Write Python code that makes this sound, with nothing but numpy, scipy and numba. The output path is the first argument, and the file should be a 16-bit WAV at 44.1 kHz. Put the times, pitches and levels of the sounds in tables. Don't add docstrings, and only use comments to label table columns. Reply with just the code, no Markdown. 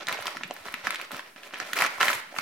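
import sys
import numpy as np
from scipy import signal
from scipy.io import wavfile
from numba import njit

SR = 44100
rng = np.random.default_rng(int(sys.argv[2]) if len(sys.argv) > 2 else 0)


def boost_factor(decibels):
    exponent = np.asarray(decibels, float) / 20
    return 10 ** exponent


def pcm_store(signal):
    levels = np.round(np.clip(np.atleast_2d(signal), -1, 1) * 32767)
    wavfile.write(sys.argv[1], SR, levels.astype(np.int16).T)


N = 106369

# (frequency [Hz], level [dB])
PAPER_RESPONSE = [(300, -22.5), (500, -4.5), (900, -4), (1400, 2), (2100, 6.5), (3000, 2.5), (5000, 4.5),
                  (7000, -3.5)]
FILM_HZ, FILM_CYCLES, FILM_BURST_S = (6170, 18000), 2.4, 0.001
PAD_HZ, PAD_CYCLES = (160, 407), 2.87
EDGE_HZ, SIDE_CYCLES = (1800, 6500), 2.5
RING_LIFT_DB = 10.5
PAN_DB = -2.5


@njit
def rings(at, hz, decay, rise, size, n):
    y = np.zeros(n)
    for k in range(len(at)):
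        first = int(np.ceil(at[k]))
        late = first - at[k]
        pole = 2j * np.pi * hz[k] - decay[k]
        ring, turn = size[k] * np.exp(pole * late), np.exp(pole)
        unrisen, rise_step = np.exp(-rise[k] * late), np.exp(-rise[k])
        end = int(6 / decay[k])
        for j in range(max(first, 0), min(first + end, n)):
            y[j] += ring.imag * (1 - unrisen) ** 2
            ring *= turn
            unrisen *= rise_step
    return y


def places(count, spread=1):
    return spread * rng.standard_normal((count, 2)).T


def grains(s, hz, cycles, db, place):
    lag_s, lag_spread_s, pan_spread_db, rise_cycles = 3e-5, 5e-5, 2.5, 0.45
    hz = np.clip(hz, 50, 0.45 * SR) / SR
    sign = np.where(rng.random(len(hz)) < 0.5, -1., 1.)
    half_lag = (lag_s + lag_spread_s * place[0]) * SR / 2
    half_pan_db = (PAN_DB + pan_spread_db * place[1]) / 2
    decay = np.log(10) * hz / cycles
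    rise = hz / rise_cycles
    return np.array([rings(s * SR + port * half_lag, hz, decay, rise, sign * boost_factor(db + port * half_pan_db), N)
                     for port in (1, -1)])


def curve(table, hz, column=1):
    table = np.array(table)
    return np.interp(np.log(hz), np.log(table[:, 0]), table[:, column])


def cluster(s, db, edges_hz, cycles, spread_s, place, count, colour=False, scale=1):
    u = rng.random((len(s), count, 3))
    low, high = edges_hz
    hz = low * (high / low) ** u[..., 0] * scale
    db = db[:, None] - 6 * u[..., 1]
    if colour:
        db = db + curve(PAPER_RESPONSE, hz)
    at = s[:, None] - spread_s * np.log(1 - u[..., 2])
    return grains(at.ravel(), hz.ravel(), cycles, db.ravel(), np.repeat(place, count, axis=1))


def bands(length):
    # (frequency [Hz], likeness [0-1])
    likeness = [(30, 0.4), (100, 0.25), (300, 0.96), (600, 0.08), (4000, 0)]
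    for hz in 32 * 2. ** np.arange(10):
        edges = [hz / np.sqrt(2), min(hz * np.sqrt(2), 0.45 * SR)]
        sos = signal.butter(2, edges, "bandpass", fs=SR, output="sos")
        mid, side = signal.sosfilt(sos, rng.standard_normal((2, length)))
        alike = np.clip(curve(likeness, hz), 0, 1)
        yield hz, np.sqrt((1 + alike) / 2) * mid + np.sqrt((1 - alike) / 2) * side * np.array([[1], [-1]])


def floor():
    # (frequency [Hz], level [dB per Hz])
    spectrum = [(18, -44), (30, -1.5), (303, -10), (404, -15), (12300, -24.5), (16000, -25.5)]
    air = sum(boost_factor(curve(spectrum, hz)) * band for hz, band in bands(N))
    return air / air.std() * boost_factor(-60)


def decaying(t, t60):
    return np.exp(-np.log(1000) * t / t60) * np.sqrt(2 * np.log(1000) / t60 / SR)


def room(x):
    # (frequency [Hz], level [dB], decay time T60 [s])
    walls = [(300, -13, 0.39), (1450, -6, 0.64), (4070, -4.5, 0.53), (9900, -8.5, 0.38)]
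    t, tail = np.arange(SR // 2) / SR, 0
    early = boost_factor(-11) * decaying(t, t60=0.034) * np.clip(t / 0.00064, 0, 1)
    for hz, band in bands(len(t)):
        late = boost_factor(curve(walls, hz)) * decaying(t, curve(walls, hz, column=2)) * np.clip(t / 0.0044, 0, 1)
        tail = tail + band * (late + early)
    lean = boost_factor(np.array([[PAN_DB], [-PAN_DB]]) / 2)
    return signal.fftconvolve(x.mean(axis=0)[None], tail, axes=1)[:, :N] * lean


def bumps():
    # (time [s], level [dB], ring pitch [Hz])
    knocks = [(.015, -46, 198), (0.116, -39, 150), (.195, -40, 101), (.255, -42, 200), (.362, -35, 265),
              (.406, -38, 228), (0.451, -36.5, 172), (0.502, -39, 250), (0.604, -43, 80), (0.661, -41, 223),
              (0.681, -39, 60), (.738, -36, 236), (.835, -40, 81), (.885, -40, 180), (1.136, -38.5, 121),
              (1.358, -45, 229), (1.533, -36, 335), (1.615, -46, 130), (1.71, -46, 230), (1.82, -35, 148),
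              (1.98, -43, 80.4), (2.021, -41, 112), (2.105, -44, 50), (2.147, -38, 108), (2.381, -39, 173)]
    s, db, hz = np.array(knocks).T
    return grains(s, hz, 1.58, db + RING_LIFT_DB, places(len(s), spread=0.4))


def ticks():
    # (time [s], peak [dB])
    film_ticks = [(0.2092, -28), (0.4773, -31), (0.5376, -28.5), (0.7233, -27), (1.124, -26.5),
                  (1.575, -37), (1.5844, -25), (1.757, -22)]
    # (time [s], level [dB])
    paper_cracks = [(0.069, -23), (.2686, -20), (0.4341, -20.5), (0.5087, -19), (.5648, -26), (0.7392, -28),
                    (1.107, -36), (1.3612, -31), (1.601, -17), (2.3851, -8)]
    s, db = np.array(film_ticks).T
    crack_s, crack_db = np.array(paper_cracks).T
    film = cluster(s + 0.00087, db + 1.5, (9000, FILM_HZ[1]), FILM_CYCLES, FILM_BURST_S, places(len(s)), count=8)
    paper = cluster(crack_s, crack_db, EDGE_HZ, SIDE_CYCLES, 0.000605, places(len(crack_s)), count=8)
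    return film + paper


def crackle():
    # (start [s], length [s], level [dB], film brightness [dB])
    pulls = [(0, 0.035, -38.5, -29), (0.081, 0.083, -34, -20.5), (0.173, 0.11, -40.5, -20),
             (0.263, 0.057, -40.5, -14), (0.321, 0.051, -46.5, -15), (0.402, 0.023, -58, -36),
             (0.43, 0.034, -69, -28), (0.524, 0.2, -55, -7), (0.652, 0.039, -41, -18.5),
             (0.703, 0.18, -48.5, -18), (0.842, 0.036, -37.5, -21), (0.867, 0.085, -37.5, -19),
             (0.981, 0.074, -42.5, -18), (1.112, 0.084, -39, -16.5), (1.188, 0.022, -43.5, -15),
             (1.366, 0.018, -51, -23), (1.43, 0.053, -48.5, -9.5), (1.525, 0.075, -43, -28),
             (1.599, 0.035, -37, -22), (1.647, 0.13, -42, -12), (1.76, 0.045, -27.5, -13.5),
             (1.802, 0.042, -25.5, -13), (1.846, 0.027, -27, -19), (1.901, 0.14, -44.5, -9),
             (2.002, 0.037, -23.5, -19), (2.041, 0.081, -26.5, -11.5), (2.128, 0.024, -31, -6.5),
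             (2.152, 0.049, -38.5, -9.5), (2.312, 0.04, -49.5, -14), (2.353, 0.1, -40, -10.5)]
    # (time [s], level [dB])
    held_paper = [(0, -49), (1.2, -57.5), (1.27, -50), (1.352, -68), (1.365, -52.5), (2.2, -54),
                  (2.3, -56.5), (2.41, -57)]
    # (time [s], level [dB])
    squeeze = [(.1, -54), (.3, -55), (.37, -46), (.48, -45), (.55, -57.5), (.87, -52), (1.07, -86),
               (1.13, -41), (1.25, -70), (1.7, -53.5), (1.84, -47), (1.96, -57), (2.02, -53), (2.28, -58),
               (2.41, -52)]
    paper_db, film_db, pad_db = -4, -2, -8
    paper_spread_db, film_spread_db, pad_spread_db = 3.2, 5.5, 2.3
    smear_s, film_smear_s, pull_edge_s = 0.001, 0.002, 0.008

    t = np.arange(N) / SR
    start, length, db, bright_db = np.array(pulls).T[..., None]
    on = np.clip(np.minimum(t - start, start + length - t) / pull_edge_s + 0.5, 0, 1)

    u = rng.random((7000, 2))
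    s = u[:, 0] * N / SR
    strength = np.minimum(-np.log(1 - u[:, 1]), 2.6)
    place = places(len(s))
    paper_hz = (PAPER_RESPONSE[0][0], PAPER_RESPONSE[-1][0])
    paper = cluster(s, paper_spread_db * strength, paper_hz, 2.53, smear_s, place, count=3, colour=True)
    film = cluster(s, film_spread_db * strength, FILM_HZ, FILM_CYCLES, film_smear_s, place, count=3)
    pad = cluster(s[::9], pad_spread_db * strength[::9], PAD_HZ, PAD_CYCLES, smear_s,
                  0.4 * place[:, ::9], count=1)

    paper_level = boost_factor(np.interp(t, *np.array(held_paper).T)) + (on * boost_factor(db + paper_db)).sum(axis=0)
    film_level = (on * boost_factor(db + bright_db + film_db)).sum(axis=0)
    pad_level = boost_factor(np.interp(t, *np.array(squeeze).T) + pad_db)
    return paper / paper.std() * paper_level + film / film.std() * film_level + pad / pad.std() * pad_level


def snaps():
    # (time [s], peak [dB], ring pitch [Hz], film brightness [dB])
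    first_tear = [(0.0701, -16.5, 3770, -9), (0.0797, -24.5, 1420, -26), (0.0851, -16, 1800, -3),
                  (0.0941, -18, 1490, -14), (0.1132, -24.5, 1280, -9), (0.1265, -17.5, 2270, 0),
                  (0.1479, -26, 885, -24), (0.1907, -25.5, 805, -26), (0.2244, -26, 1600, 0.5),
                  (0.2572, -24, 1060, 2), (0.2692, -13, 3400, -4), (0.2802, -20, 1270, -8),
                  (0.306, -35, 1530, -23), (0.3504, -31, 774, -22), (0.37, -22.5, 1920, -8),
                  (0.4112, -29, 980, -32), (0.435, -16, 2230, -35), (0.5102, -23.5, 685, -47),
                  (0.5653, -36.5, 1600, -8), (0.685, -24.5, 1440, -28), (0.7413, -16, 1850, -3.5),
                  (0.853, -24, 1460, -32), (0.8705, -13.5, 1710, -5), (0.9066, -16, 1860, -0.5),
                  (0.911, -30, 1820, -14.5), (0.9455, -23.5, 1890, 2), (0.9579, -18.5, 2610, -3.5)]
    # (time [s], peak [dB], ring pitch [Hz], film brightness [dB])
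    reach_in = [(0.9991, -22, 1390, -14), (1.0144, -23, 2100, 1.5), (1.1088, -26.5, 1150, -31),
                (1.1177, -26, 1440, 3), (1.1463, -24.5, 1480, -26), (1.1671, -27, 1720, 4.5),
                (1.1944, -23, 1700, -23), (1.3622, -35, 1630, -29), (1.5378, -27.5, 1500, -4),
                (1.5586, -28.5, 2040, -30), (1.601, -20, 1860, -8), (1.7333, -16, 1960, 1),
                (1.7652, -21, 1810, -24), (1.776, -18.5, 2250, 0), (1.789, -13, 2240, -1),
                (1.8107, -9, 1900, -20), (1.8218, -11, 1890, -1), (1.8513, -21.5, 1780, -18),
                (1.8637, -16.5, 2040, -1.5), (2.0065, -11.5, 1590, -26), (2.012, -5, 1710, -14),
                (2.0172, -12, 1410, -7), (2.0298, -9.5, 1850, -3.5), (2.0828, -8, 1840, -6),
                (2.1307, -15.5, 1730, -1), (2.3266, -35.5, 594, -19), (2.3645, -22.5, 1400, -33),
                (2.3883, -15, 1340, -10.5)]
    # (time [s], peak [dB], ring pitch [Hz], film brightness [dB])
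    small_creases = [(.1725, -25, 1850, -17), (.502, -37, 610, -30), (.6565, -31, 1530, -11),
                     (.663, -30, 800, -6), (.668, -32, 1500, -18), (.8155, -38, 1280, -20),
                     (.926, -23, 1900, -12), (1.2625, -39, 2100, -19), (1.4335, -30, 1980, -2),
                     (1.4665, -37, 2430, -20), (1.5095, -34.5, 1320, -20), (1.5425, -22, 2560, -23),
                     (1.548, -42, 2010, -20), (1.562, -30, 2000, -20), (1.612, -25, 1780, -18),
                     (1.6165, -28.5, 1940, -12), (1.627, -28.5, 1800, -18), (1.7312, -22, 2260, -5),
                     (1.798, -25, 1270, -11), (1.804, -25, 1540, -14), (1.828, -13, 1220, -27),
                     (1.836, -28, 1900, -12), (1.848, -12.5, 1480, -14), (1.8555, -21.5, 1180, -15),
                     (1.9775, -34, 1880, -15), (1.984, -26, 1090, -18), (2.0715, -19, 1620, -18),
                     (2.09, -17.5, 1690, -14), (2.093, -19, 1820, -10), (2.1025, -13.5, 1360, -14),
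                     (2.109, -20, 1470, -18), (2.1145, -24, 1830, -16), (2.343, -32, 695, -25),
                     (2.373, -34, 1300, -20), (2.392, -29, 1500, -16), (2.4095, -24.5, 1800, -6)]
    s, db, hz, bright_db = np.array(list(first_tear) + list(reach_in) + list(small_creases)).T
    s = s - 0.8 / hz
    place, pitch = places(len(s)), hz[:, None]
    main = grains(s, hz, 2, db + RING_LIFT_DB, place)
    side = cluster(s, db - 1, (0.67, 2.26), SIDE_CYCLES, 0.000464, place, count=3, colour=True, scale=pitch)
    edge = cluster(s, db + 1 + bright_db / 2, EDGE_HZ, SIDE_CYCLES, 0.000412, place, count=5)
    after = cluster(s, db - 5, (0.59, 2.28), SIDE_CYCLES, 0.003, place, count=8, scale=pitch)
    film = cluster(s, db + bright_db - 1.5, FILM_HZ, FILM_CYCLES, FILM_BURST_S, place, count=10)
    thump = cluster(s, db - 25.5, PAD_HZ, PAD_CYCLES, 0.00169, place, count=2)
    return main + side + edge + after + film + thump


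def scene():
    mailer = snaps() + ticks() + crackle() + bumps()
    return mailer + room(mailer) + floor()


def peak(x, hz, width_hz, db):
    return x + signal.lfilter(*signal.iirpeak(hz, hz / width_hz, fs=SR), x) * (boost_factor(db) - 1)


def band_limit(x):
    return signal.sosfilt(signal.butter(12, 16980, fs=SR, output="sos"), x)


def record(dry):
    x = peak(dry, hz=9500, width_hz=5000, db=6.5 * np.array([[1], [-1]]))
    x = peak(x, hz=13000, width_hz=3000, db=4)
    x = signal.sosfilt(signal.butter(2, 157, "highpass", fs=SR, output="sos"), x)
    x = signal.sosfilt(signal.ellip(8, 0.2, 60, 15900, fs=SR, output="sos"), x) - 0.0006
    return band_limit(x)


dry = scene()
out = record(dry)
pcm_store(out)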